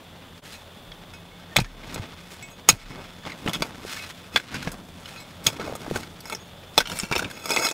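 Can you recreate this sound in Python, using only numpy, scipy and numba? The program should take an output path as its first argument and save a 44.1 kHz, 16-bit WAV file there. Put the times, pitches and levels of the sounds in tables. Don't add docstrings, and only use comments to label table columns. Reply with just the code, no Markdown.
import sys
import numpy as np
from scipy import signal
from scipy.fft import rfft, irfft, next_fast_len
from scipy.io import wavfile
from scipy.ndimage import uniform_filter1d
from numba import njit

SR = 44100
rng = np.random.default_rng(int(sys.argv[2]) if len(sys.argv) > 2 else 0)


def materialize(psi):
    bounded = np.clip(np.atleast_2d(psi).T, -1, 1)
    quanta = np.round(bounded * 32767).astype(np.int16)
    wavfile.write(sys.argv[1], SR, quanta)


N = 340893

# nominal pitch in Hz, relative level in dB, longest t60 in s (in air).
BLADE_MODES = [(484, -5, .04), (670, -6, .04), (915, -4, .06), (1350, -6, .07), (1540, -7, .17),
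               (2205, -3.5, .2), (2555, -4, .27), (3460, -7, .1), (4075, -10, .2), (4560, -13, .15),
               (5115, -4, .15), (5380, -9, .2), (5780, -14, .12), (6630, -5, .25), (7740, -12, .15),
               (8310, -14, .1), (9265, -16, .15), (10070, -13, .1), (11200, -18, .07), (11940, -16, .1),
               (13500, -15, .06), (13880, -22, .06)]
# start in s, clink peak in dB, knock in dB re clink,
# sizzle in dB re clink, then one or more pitches in Hz that the struck spot favours.
SOIL_BLOWS = [(0.9173, -31.5, -28, -27, 3500), (1.561, -10, -3.5, -11, 3380),
              (1.5643, 3.5, -11, -7, 2275, 3460), (1.5847, -10, -1.5, -29, 4000),
              (1.5996, -16, -26, -4, 2400), (1.644, -24.5, -19, -23, 1740), (1.833, -39, -9, -14, 2260),
              (1.943, -35.5, -20, 11, 3700), (1.9587, -28, 2, -31, 2360),
              (2.688, 5, -8, 4.5, 2600, 5115, 6630), (2.6965, 0.5, -17, -43, 3960),
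              (2.709, -32, 6, -22, 4000), (3.2504, -29.5, -2, -29, 3160), (3.2687, -34.5, 6, -21, 2090),
              (3.299, -32, -27, -27, 2060), (3.318, -29.5, -20, -21, 2020), (3.4619, -25.5, 2, -12, 2900),
              (3.475, -14, -2, -29, 2930), (3.493, -20.5, -2, -6, 3000), (3.5323, -18.5, -32, -2, 3120),
              (3.538, -19, -25, -15, 3230), (3.546, -17, -25, -15, 3200), (3.553, -20, -34, -28, 3240),
              (3.6208, -10.5, -4, -8.5, 2360), (3.886, -36, -20, -6, 3200), (3.965, -29, -14, -8, 1690),
              (4.3597, -0.5, -15, -19, 1540, 3460, 4560), (4.365, -3, -20, -21, 2300, 4560, 1540),
              (4.372, -12, -25, -18, 1550, 3460), (4.3974, -21, -10, -36, 1510, 3400),
              (4.5408, -23, -12, -5, 1600), (4.6254, -26, -7, -7, 1520), (4.6726, -19, -2, -29, 1620),
              (4.7168, -37.5, 3, 12, 1560), (5.056, -30, -21, -16, 3020), (5.4637, -13, -14, 0, 3300),
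              (5.4665, -5, -25, 5, 3300, 6630, 9265), (5.472, -10, -11, -7, 2480), (5.485, -20, 1, 1, 3300),
              (5.501, -25, -1, -3, 3300), (5.5978, -24, -6, -25, 1330), (5.7517, -37, 6.5, 8.5, 1240),
              (5.61, -26, -1, -28, 1380), (5.9576, -22, 4.5, -7, 1530), (5.971, -35, -5, -25, 1500),
              (6.031, -27, -18, -25, 1440), (6.204, -51, -18, 19.5, 4450), (6.2548, -34, 0.5, 1, 5270),
              (6.2981, -28.5, -3, 2, 1300), (6.323, -25, -27, -7, 2350), (6.348, -27.5, -5, 4, 5360),
              (6.7781, 3, -6, -5, 3470), (6.783, -8, -14, -6, 5400, 1540), (6.802, -6, -10, -9, 1550),
              (6.8724, -15.5, -36, -9, 2940), (6.897, -21, -7, -4, 2900, 5400),
              (6.854, -19, -22, -20, 3000), (6.916, -21.5, -12, -6, 2980), (6.987, -22.5, -21, 8, 8300),
              (6.9974, -16, -22, -1.5, 6950, 5400, 2900), (7.033, -22, -12, -6, 2380, 7000, 5400),
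              (7.05, -28, -15, -8, 3000), (7.113, -21, 2.5, -7, 1450), (7.1232, -10.5, -6, -15, 2320),
              (7.153, -17, -2, -5, 2360), (7.1616, -10, -3, -10, 2640, 5400), (7.179, -23, -16, 6, 2400),
              (7.1919, -14, -8, -6, 1440), (7.222, -26.5, 8.5, -3, 1530), (7.244, -19.5, -26, -31, 2450),
              (7.3, -33, -25, -2, 1550), (7.311, -30, -10, -2, 1500), (7.368, -35, -14, -12, 2300),
              (7.456, -27, -1, 1.5, 2330), (7.4917, -25, -4, 2, 5300), (7.5047, -15.5, -2, 1, 2300),
              (7.5345, -21, -3, 4, 3430, 6630), (7.5621, -8, -6, -9, 2200, 484),
              (7.569, -7, -9, -12, 2220, 2555), (7.5825, -17, -16, -7, 2300), (7.594, -25, -16, 3, 6630),
              (7.625, -17, -4, -5, 1350, 915, 5115), (7.648, -18, -2, -9, 2110),
              (7.6654, -11, -15, -3, 1330, 5115, 4075), (7.6865, -17.5, -9, 2, 3360),
              (7.6997, -25, -12, 4, 3430), (7.711, -22.5, -2, 3.5, 6550)]
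FREE_TAPS = [(0.5107, -43, -24, -14, 5120), (0.53, -41, -20, -12, 4075), (0.5444, -40.5, -7, -7, 2580),
             (1.1358, -34.5, -18, -8, 1540), (1.313, -47, -20, -18, 2205), (1.395, -44, -15, -15, 1547),
             (2.4244, -33, -25, -4, 2205, 2555, 5750, 7740, 11940), (2.499, -50, -4, 2, 7740, 11940),
             (2.5114, -50, -4, 2, 6620, 9265), (3.968, -34, -6, -25, 2210),
             (3.9938, -31, -23, -20, 2205, 2555), (4.02, -39, -15, -20, 4075), (5.175, -36, -16, -24, 4075),
             (5.135, -40, -20, -20, 2555), (5.1602, -33.5, -25, -17, 2550),
             (5.2, -38, -9, -1, 2205, 4075, 7740, 9265, 11940), (6.3994, -52, -4, -1, 6620)]
# start in s, level in dB, nominal pitch in Hz.
GROUND_THUDS = [(1.575, -10, 122), (1.591, -6.5, 145), (1.614, -12.5, 120), (1.963, -27.5, 114),
                (1.997, -21.5, 105), (2.699, -9, 160), (2.73, -13.5, 111), (2.903, -28.5, 145),
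                (3.247, -36, 174), (3.461, -16, 224), (3.468, -21, 252), (3.615, -25, 130),
                (3.85, -23.5, 414), (4.348, -26, 245), (4.546, -22, 174), (4.672, -16.5, 157),
                (5.472, -14.5, 127), (5.597, -19, 450), (5.607, -22, 400), (5.618, -26, 500),
                (5.65, -32, 300), (5.697, -19, 500), (5.681, -18.5, 524), (5.7253, -17.5, 520),
                (5.753, -20, 535), (5.865, -23, 746), (5.88, -23.5, 254), (5.912, -11.5, 408),
                (5.92, -18.5, 168), (5.956, -31, 60.6), (5.9575, -19, 480), (6.779, 0, 670),
                (6.786, -1, 650), (7.033, -18, 190), (7.113, -19, 137), (7.167, -25, 69.6)]
# strongest at s, level in dB.
GROUND_SHUDDERS = [(.9, -44), (1.63, -25), (2.762, -33), (2.857, -32), (3.6, -40), (4.7, -36), (6.82, -31),
                   (7.17, -46)]
# strongest at s, rise in s, fall in s, crumbling in dB,
# scraping in dB, fine grit in dB, share of power through steel 0-1.
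SOIL_STROKES = [(0.526, 0.27, 0.2, -69, -43.5, -47.5, 0), (1.963, 0.92, 0.73, -43, -42.5, -57, 0.1),
                (2.34, 0.49, 0.23, -57, -47, -52.5, 0.06), (2.78, 0.033, 1, -70, -40.5, -54, 0.16),
                (2.988, 0.44, 0.2, -41.5, -58, -80, 0.04), (3.265, 0.077, 0.29, -40.5, -38.5, -54, 0),
                (3.485, 0.068, 0.094, -31.5, -39, -44, 0), (3.544, 0.029, 0.047, -50, -36, -38, 1),
                (3.63, 0.49, 0.47, -35.5, -41, -48, 0.02), (3.92, 0.22, 0.5, -55, -36.5, -43.5, 0.12),
                (4.0, 0.34, 0.63, -58, -44.5, -51, 0), (4.346, 0.05, 0.057, -57, -42, -46, 0.9),
                (4.555, 0.24, 0.26, -35.5, -31.5, -47.5, 0), (4.68, 0.73, 0.65, -41.5, -69, -52, 0),
                (5.09, 0.29, 0.7, -55, -46, -51.5, 0.06), (5.443, 0.008, 0.2, -56, -47, -38, 0.6),
                (5.617, 0.43, 0.55, -35, -40.5, -49, 0.2), (5.975, 0.37, 0.31, -37, -39, -43, 0.03),
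                (6.27, 0.044, 0.099, -44, -41.5, -44, 1), (6.33, 0.092, 0.057, -33, -35, -38, 0.93),
                (6.93, 0.13, 0.13, -33, -37, -51, 0.4), (6.975, 0.26, 0.16, -38.5, -35.5, -35, 0.3),
                (7.04, .05, 0.13, -39, -35, -50, 0.9), (7.18, 0.19, 0.34, -39, -35.5, -43, 0.6),
                (7.26, 0.17, 0.057, -30.5, -57, -64, 0), (7.461, 0.087, 0.38, -36.5, -37.5, -41, 0.93),
                (7.519, 0.07, 0.4, -25, -25.5, -31, 1), (7.651, 0.25, 0.13, -23.5, -21, -24.5, 1)]
# frequency in Hz, relative density in dB per Hz.
AIR_SPECTRUM = [(35, -13), (60, -40), (91, 3.5), (129, 3), (175, 0), (312, -5.5), (559, 0), (2360, -14),
                (3190, -8), (3500, -2), (3840, -13), (5580, -23.5), (15500, -25)]
# centre in Hz, level in dB.
HUM_BANDS = [(86.1, -56), (172.3, -55.5)]
# start in s, length in s, pitch in Hz, level in dB.
SHORT_WHISTLES = [(1.513, 0.031, 1820, -44), (1.65, .025, 1790, -44)]

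AIR_DB, HUM_WIDTH_HZ = -48.5, 11.5
INSECT_HZ, INSECT_WIDTH_HZ, INSECT_DB = 3450, 85, -69

SHUDDER_HZ, SHUDDER_RISE_DB_S, SHUDDER_FALL_DB_S, SHUDDER_REST_DB = 35, 400, 200, -61
SWAY_DB, SWAY_FALL_DB_S = -11, 40
THUD_SWINGS = 8.5
SNAP, SNAP_SWINGS = 0.36, 0.26

SPLIT_HZ = 230, 1200, 5000
SOIL_T60_S = .044
BURIED_S, BURIED_BEND = (6.83, 7.28), 1.056
STROKE_DROP_DB, STROKE_BEND = 29, 0.73
RUSTLE_DB = -58, -58, -69.5
SPRAY_DB, SPRAY_T60_S, SPRAY_STEEL = (-32.5, -31, -36), 0.2, 0.15
LEAD_DB, LEAD_T60_S = -10, 0.037
GRIT_PER_S, GRIT_SPREAD_DB, GRIT_SOFT_HZ = 1800, 5.5, 2840
BUNCH_DB, BAND_BUNCH_DB = 1.7, 1.8
EARTH_DB = 3

BLOW_STEEL, TAP_STEEL = 0.3, 0.78
STEEL_PER_DB, HARD_DB = 0.03, -4
CRUNCH_TAIL_T60_S = 0.071
BLOW_RING_T60_S, TAP_RING_T60_S = .042, .27
BLOW_GRIP_DB = 5.5
BLOW_SPOT_DB, TAP_SPOT_DB = 14.5, 17
BLOW_SPOT_WIDTH, TAP_SPOT_WIDTH = 0.027, .045

DIP_S, DIP_IN_S, DIP_OUT_S = 0.415, 0.037, 0.02
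END_FADE_S, TOP_HZ = 0.011, 15725
GAIN_KNEE_DB, GAIN_POWER, GAIN_ATTACK_S, GAIN_RELEASE_S = -28.0, 0.29, 0.0014, .08


def undb(db):
    return 10 ** (np.asarray(db) / 20)


def level(x, db):
    return x * undb(db) / np.sqrt(np.mean(x ** 2))


def band(x, lo_hz, hi_hz):
    return signal.sosfilt(signal.butter(2, [lo_hz, hi_hz], "bandpass", fs=SR, output="sos"), x)


def thirds(x):
    size = next_fast_len(len(x) + 2048)
    hz = np.fft.rfftfreq(size, 1 / SR)
    above = [hz ** 4 / (hz ** 4 + float(edge) ** 4) for edge in SPLIT_HZ] + [0]
    spectrum = rfft(x, size)
    return [irfft(spectrum * (a - b), size)[:len(x)] for a, b in zip(above, above[1:])]


def fade(t, t60):
    return np.exp(-np.log(1000) * t / t60)


def add(track, s, x):
    i = int(s * SR)
    track[i:i + len(x)] += x[:N - i]


def walk(rate):
    k = int(SR / rate)
    steps = np.repeat(rng.standard_normal(N // k + 1), k)
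    return 1.47 * uniform_filter1d(uniform_filter1d(steps, k), k)[:N]


@njit
def follow(x, attack, release):
    e, out = 0., np.empty(len(x))
    for i in range(len(x)):
        e += (abs(x[i]) - e) * (attack if abs(x[i]) > e else release)
        out[i] = e
    return out


def soft(x):
    return signal.lfilter(*signal.butter(1, GRIT_SOFT_HZ, fs=SR), x)


def leaves():
    f = np.maximum(np.fft.rfftfreq(N, 1 / SR), 1)
    hz, db = np.transpose(AIR_SPECTRUM)
    shape = undb(np.interp(np.log(f), np.log(hz), db))
    air = irfft(rfft(rng.standard_normal(N)) * shape, N)
    return level(air, AIR_DB) * undb(.8 * walk(3))


def insects():
    half = INSECT_WIDTH_HZ / 2
    song = band(rng.standard_normal(N), INSECT_HZ - half, INSECT_HZ + half)
    return level(song * undb(2.0 * walk(34)), INSECT_DB)


def hum():
    half = HUM_WIDTH_HZ / 2
    return sum(level(band(rng.standard_normal(N), hz - half, hz + half), db) for hz, db in HUM_BANDS)


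def whistles():
    out = np.zeros(N)
    for s, length, hz, db in SHORT_WHISTLES:
        t = np.arange(0, length, 1 / SR)
        add(out, s, undb(db) * np.sin(np.pi * t / length) ** .5 * np.sin(2 * np.pi * hz * t))
    return out


def shudder():
    out = np.zeros(N)
    t = np.arange(N) / SR
    for s, db in GROUND_SHUDDERS:
        before = SHUDDER_RISE_DB_S * (s - t)
        after = np.minimum(SHUDDER_FALL_DB_S * (t - s), SWAY_FALL_DB_S * (t - s) - SWAY_DB)
        out += undb(db - np.maximum(before, after)) * np.cos(2 * np.pi * SHUDDER_HZ * (t - s))
    rest = band(band(rng.standard_normal(N), 23, 55), 23, 55)
    return out + level(rest, SHUDDER_REST_DB)


def thuds():
    out = np.zeros(N)
    t = np.arange(SR // 4) / SR
    for s, db, hz in GROUND_THUDS:
        turns = hz * 0.78 * t + 0.64 * (1 - np.exp(-t * hz / 1.1))
        rise = np.minimum(t * hz / 0.14, 1)
        snap = SNAP * np.exp(-t * hz / SNAP_SWINGS)
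        swing = rise * fade(t, THUD_SWINGS / hz) * np.sin(2 * np.pi * turns)
        add(out, s, -undb(db) * (snap + swing))
    return out


def contact():
    t = np.arange(0, N, 32) / SR
    steel = np.zeros((3, len(t)))
    direct = undb(RUSTLE_DB)[:, None] ** 2 + 0 * t
    for s, rise, fall, *dbs, share in SOIL_STROKES:
        distance = np.maximum((s - t) / rise, (t - s) / fall)
        power = undb(np.c_[dbs] - STROKE_DROP_DB * distance ** STROKE_BEND) ** 2
        steel = steel + np.clip(share, 0, 1) * power
        direct = direct + np.clip(1 - share, 0, 1) * power
    spray = 0
    for s, db, *_ in SOIL_BLOWS:
        lead = undb(LEAD_DB) * fade(abs(s - t), LEAD_T60_S)
        spray = spray + (undb(db) * np.where(t > s, fade(t - s, SPRAY_T60_S), lead)) ** 2
    spray = spray * undb(SPRAY_DB)[:, None] ** 2
    both = np.sqrt([steel + SPRAY_STEEL * spray, direct + (1 - SPRAY_STEEL) * spray])
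    return [[np.interp(np.arange(N) / SR, t, row) for row in way] for way in both]


def grit_hits():
    hit = rng.random(N) < GRIT_PER_S / SR
    size = undb(GRIT_SPREAD_DB * np.minimum(rng.exponential(size=N), 2.8))
    grit = hit * rng.choice([-1, 1], N) * size
    return (level(grit, 0) + 0.68 * rng.standard_normal(N)) * undb(BUNCH_DB * walk(90))


def scraped_blade(grit):
    ring = np.zeros(N)
    t = np.arange(N) / SR
    buried = np.clip(np.minimum(t - BURIED_S[0], BURIED_S[1] - t) / .02, 0, 1)
    for hz, db, air_t60 in BLADE_MODES:
        r = fade(1 / SR, 1 / (1 / air_t60 + 1 / SOIL_T60_S))
        for bend, weight in ((1, 1 - buried), (BURIED_BEND, buried)):
            w = 2 * np.pi * hz * bend / SR
            mode = signal.lfilter([np.sin(w)], [1, -2 * r * np.cos(w), r * r], grit)
            ring += weight * undb(db + 2.4 * walk(35)) * mode
    return ring


def scrape():
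    grit = grit_hits()
    ring = scraped_blade(grit)
    steels, directs = contact()
    out = undb(EARTH_DB) * directs[0] * level(band(grit, 76, 298), 0)
    for a, b, steel, direct in zip(thirds(ring), thirds(soft(grit)), steels, directs):
        bunched = b * undb(BAND_BUNCH_DB * walk(60))
        out += steel * level(a, 0) + direct * level(bunched, 0)
    return out


def struck_modes(t, s, spots_hz, t60, favour_db, width, rough_db):
    hz, db, air_t60 = np.transpose(BLADE_MODES)[:, :, None]
    held = hz * (BURIED_BEND if BURIED_S[0] < s < BURIED_S[1] else 1)
    near = np.max(np.exp(-(np.log(held / spots_hz) / width) ** 2), axis=1, keepdims=True)
    spot_db = favour_db * near + 3 * rng.standard_normal(hz.shape)
    bent = held * (1 + 0.00021 / t60 * rng.standard_normal(hz.shape))
    grip_steps = rng.standard_normal((len(hz), len(t) // 64))
    grip = undb(rough_db * np.repeat(grip_steps, 64, axis=1))
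    decay = fade(t, np.minimum(air_t60, t60))
    return np.sum(undb(db + spot_db) * decay * np.sin(2 * np.pi * bent * t) * grip, axis=0)


def stone_crunch(t):
    bunches = np.repeat(rng.standard_normal(len(t) // 64), 64)
    splinters = rng.standard_normal(len(t)) * undb(4 * bunches)
    return splinters * np.minimum(t / 0.0019, 1) * (fade(t, 0.015) + 0.31 * fade(t, CRUNCH_TAIL_T60_S))


def blows(table, steel, t60, favour_db, width, rough_db, size):
    out, t = np.zeros(N), np.arange(size) / SR
    for s, clink_db, knock_db, sizzle_db, *spots_hz in table:
        modes = struck_modes(t, s, spots_hz, t60, favour_db, width, rough_db)
        crunch = stone_crunch(t)
        ring = signal.fftconvolve(crunch * fade(t, 0.027), modes)[:size]
        shard = band(crunch, 0.914 * spots_hz[0], 1.079 * spots_hz[0])
        stone = soft(crunch) + 2.74 * shard
        share = np.clip(steel + STEEL_PER_DB * max(clink_db - HARD_DB, 0), 0, 1)
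        for a, b, part_db in zip(thirds(ring), thirds(stone), (knock_db, 0, sizzle_db)):
            mix = np.sqrt(share) * a / abs(a).max() + np.sqrt(1 - share) * b / abs(b).max()
            add(out, s, undb(clink_db + part_db) * mix)
    return out


def scene():
    t = np.arange(N) / SR
    background = leaves() + insects() + hum() + whistles()
    ground = shudder() + thuds()
    blade = blows(SOIL_BLOWS, BLOW_STEEL, BLOW_RING_T60_S, BLOW_SPOT_DB, BLOW_SPOT_WIDTH,
                  BLOW_GRIP_DB, size=4096)
    blade += blows(FREE_TAPS, TAP_STEEL, TAP_RING_T60_S, TAP_SPOT_DB, TAP_SPOT_WIDTH, 0, size=8192)
    dip = np.clip(np.maximum((DIP_S - t) / DIP_IN_S, (t - DIP_S) / DIP_OUT_S), .05, 1)
    end = np.clip((N / SR - t) / END_FADE_S, 0, 1)
    mono = (background + ground + scrape() + blade) * dip * end
    return np.array([mono, mono])


def record(dry):
    loud = follow(dry[0], 1 / (GAIN_ATTACK_S * SR), 1 / (GAIN_RELEASE_S * SR))
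    gain = np.minimum(1, undb(GAIN_KNEE_DB) / (loud + 1e-9)) ** GAIN_POWER
    hiss = level(band(rng.standard_normal(N), 6900, 15500), -68) * np.array([[1], [-1]])
    top_cut = signal.ellip(12, .2, 75, TOP_HZ, fs=SR, output="sos")
    return signal.sosfilt(top_cut, np.clip(dry * gain, -1, 1) + hiss)


dry = scene()
out = record(dry)
materialize(out)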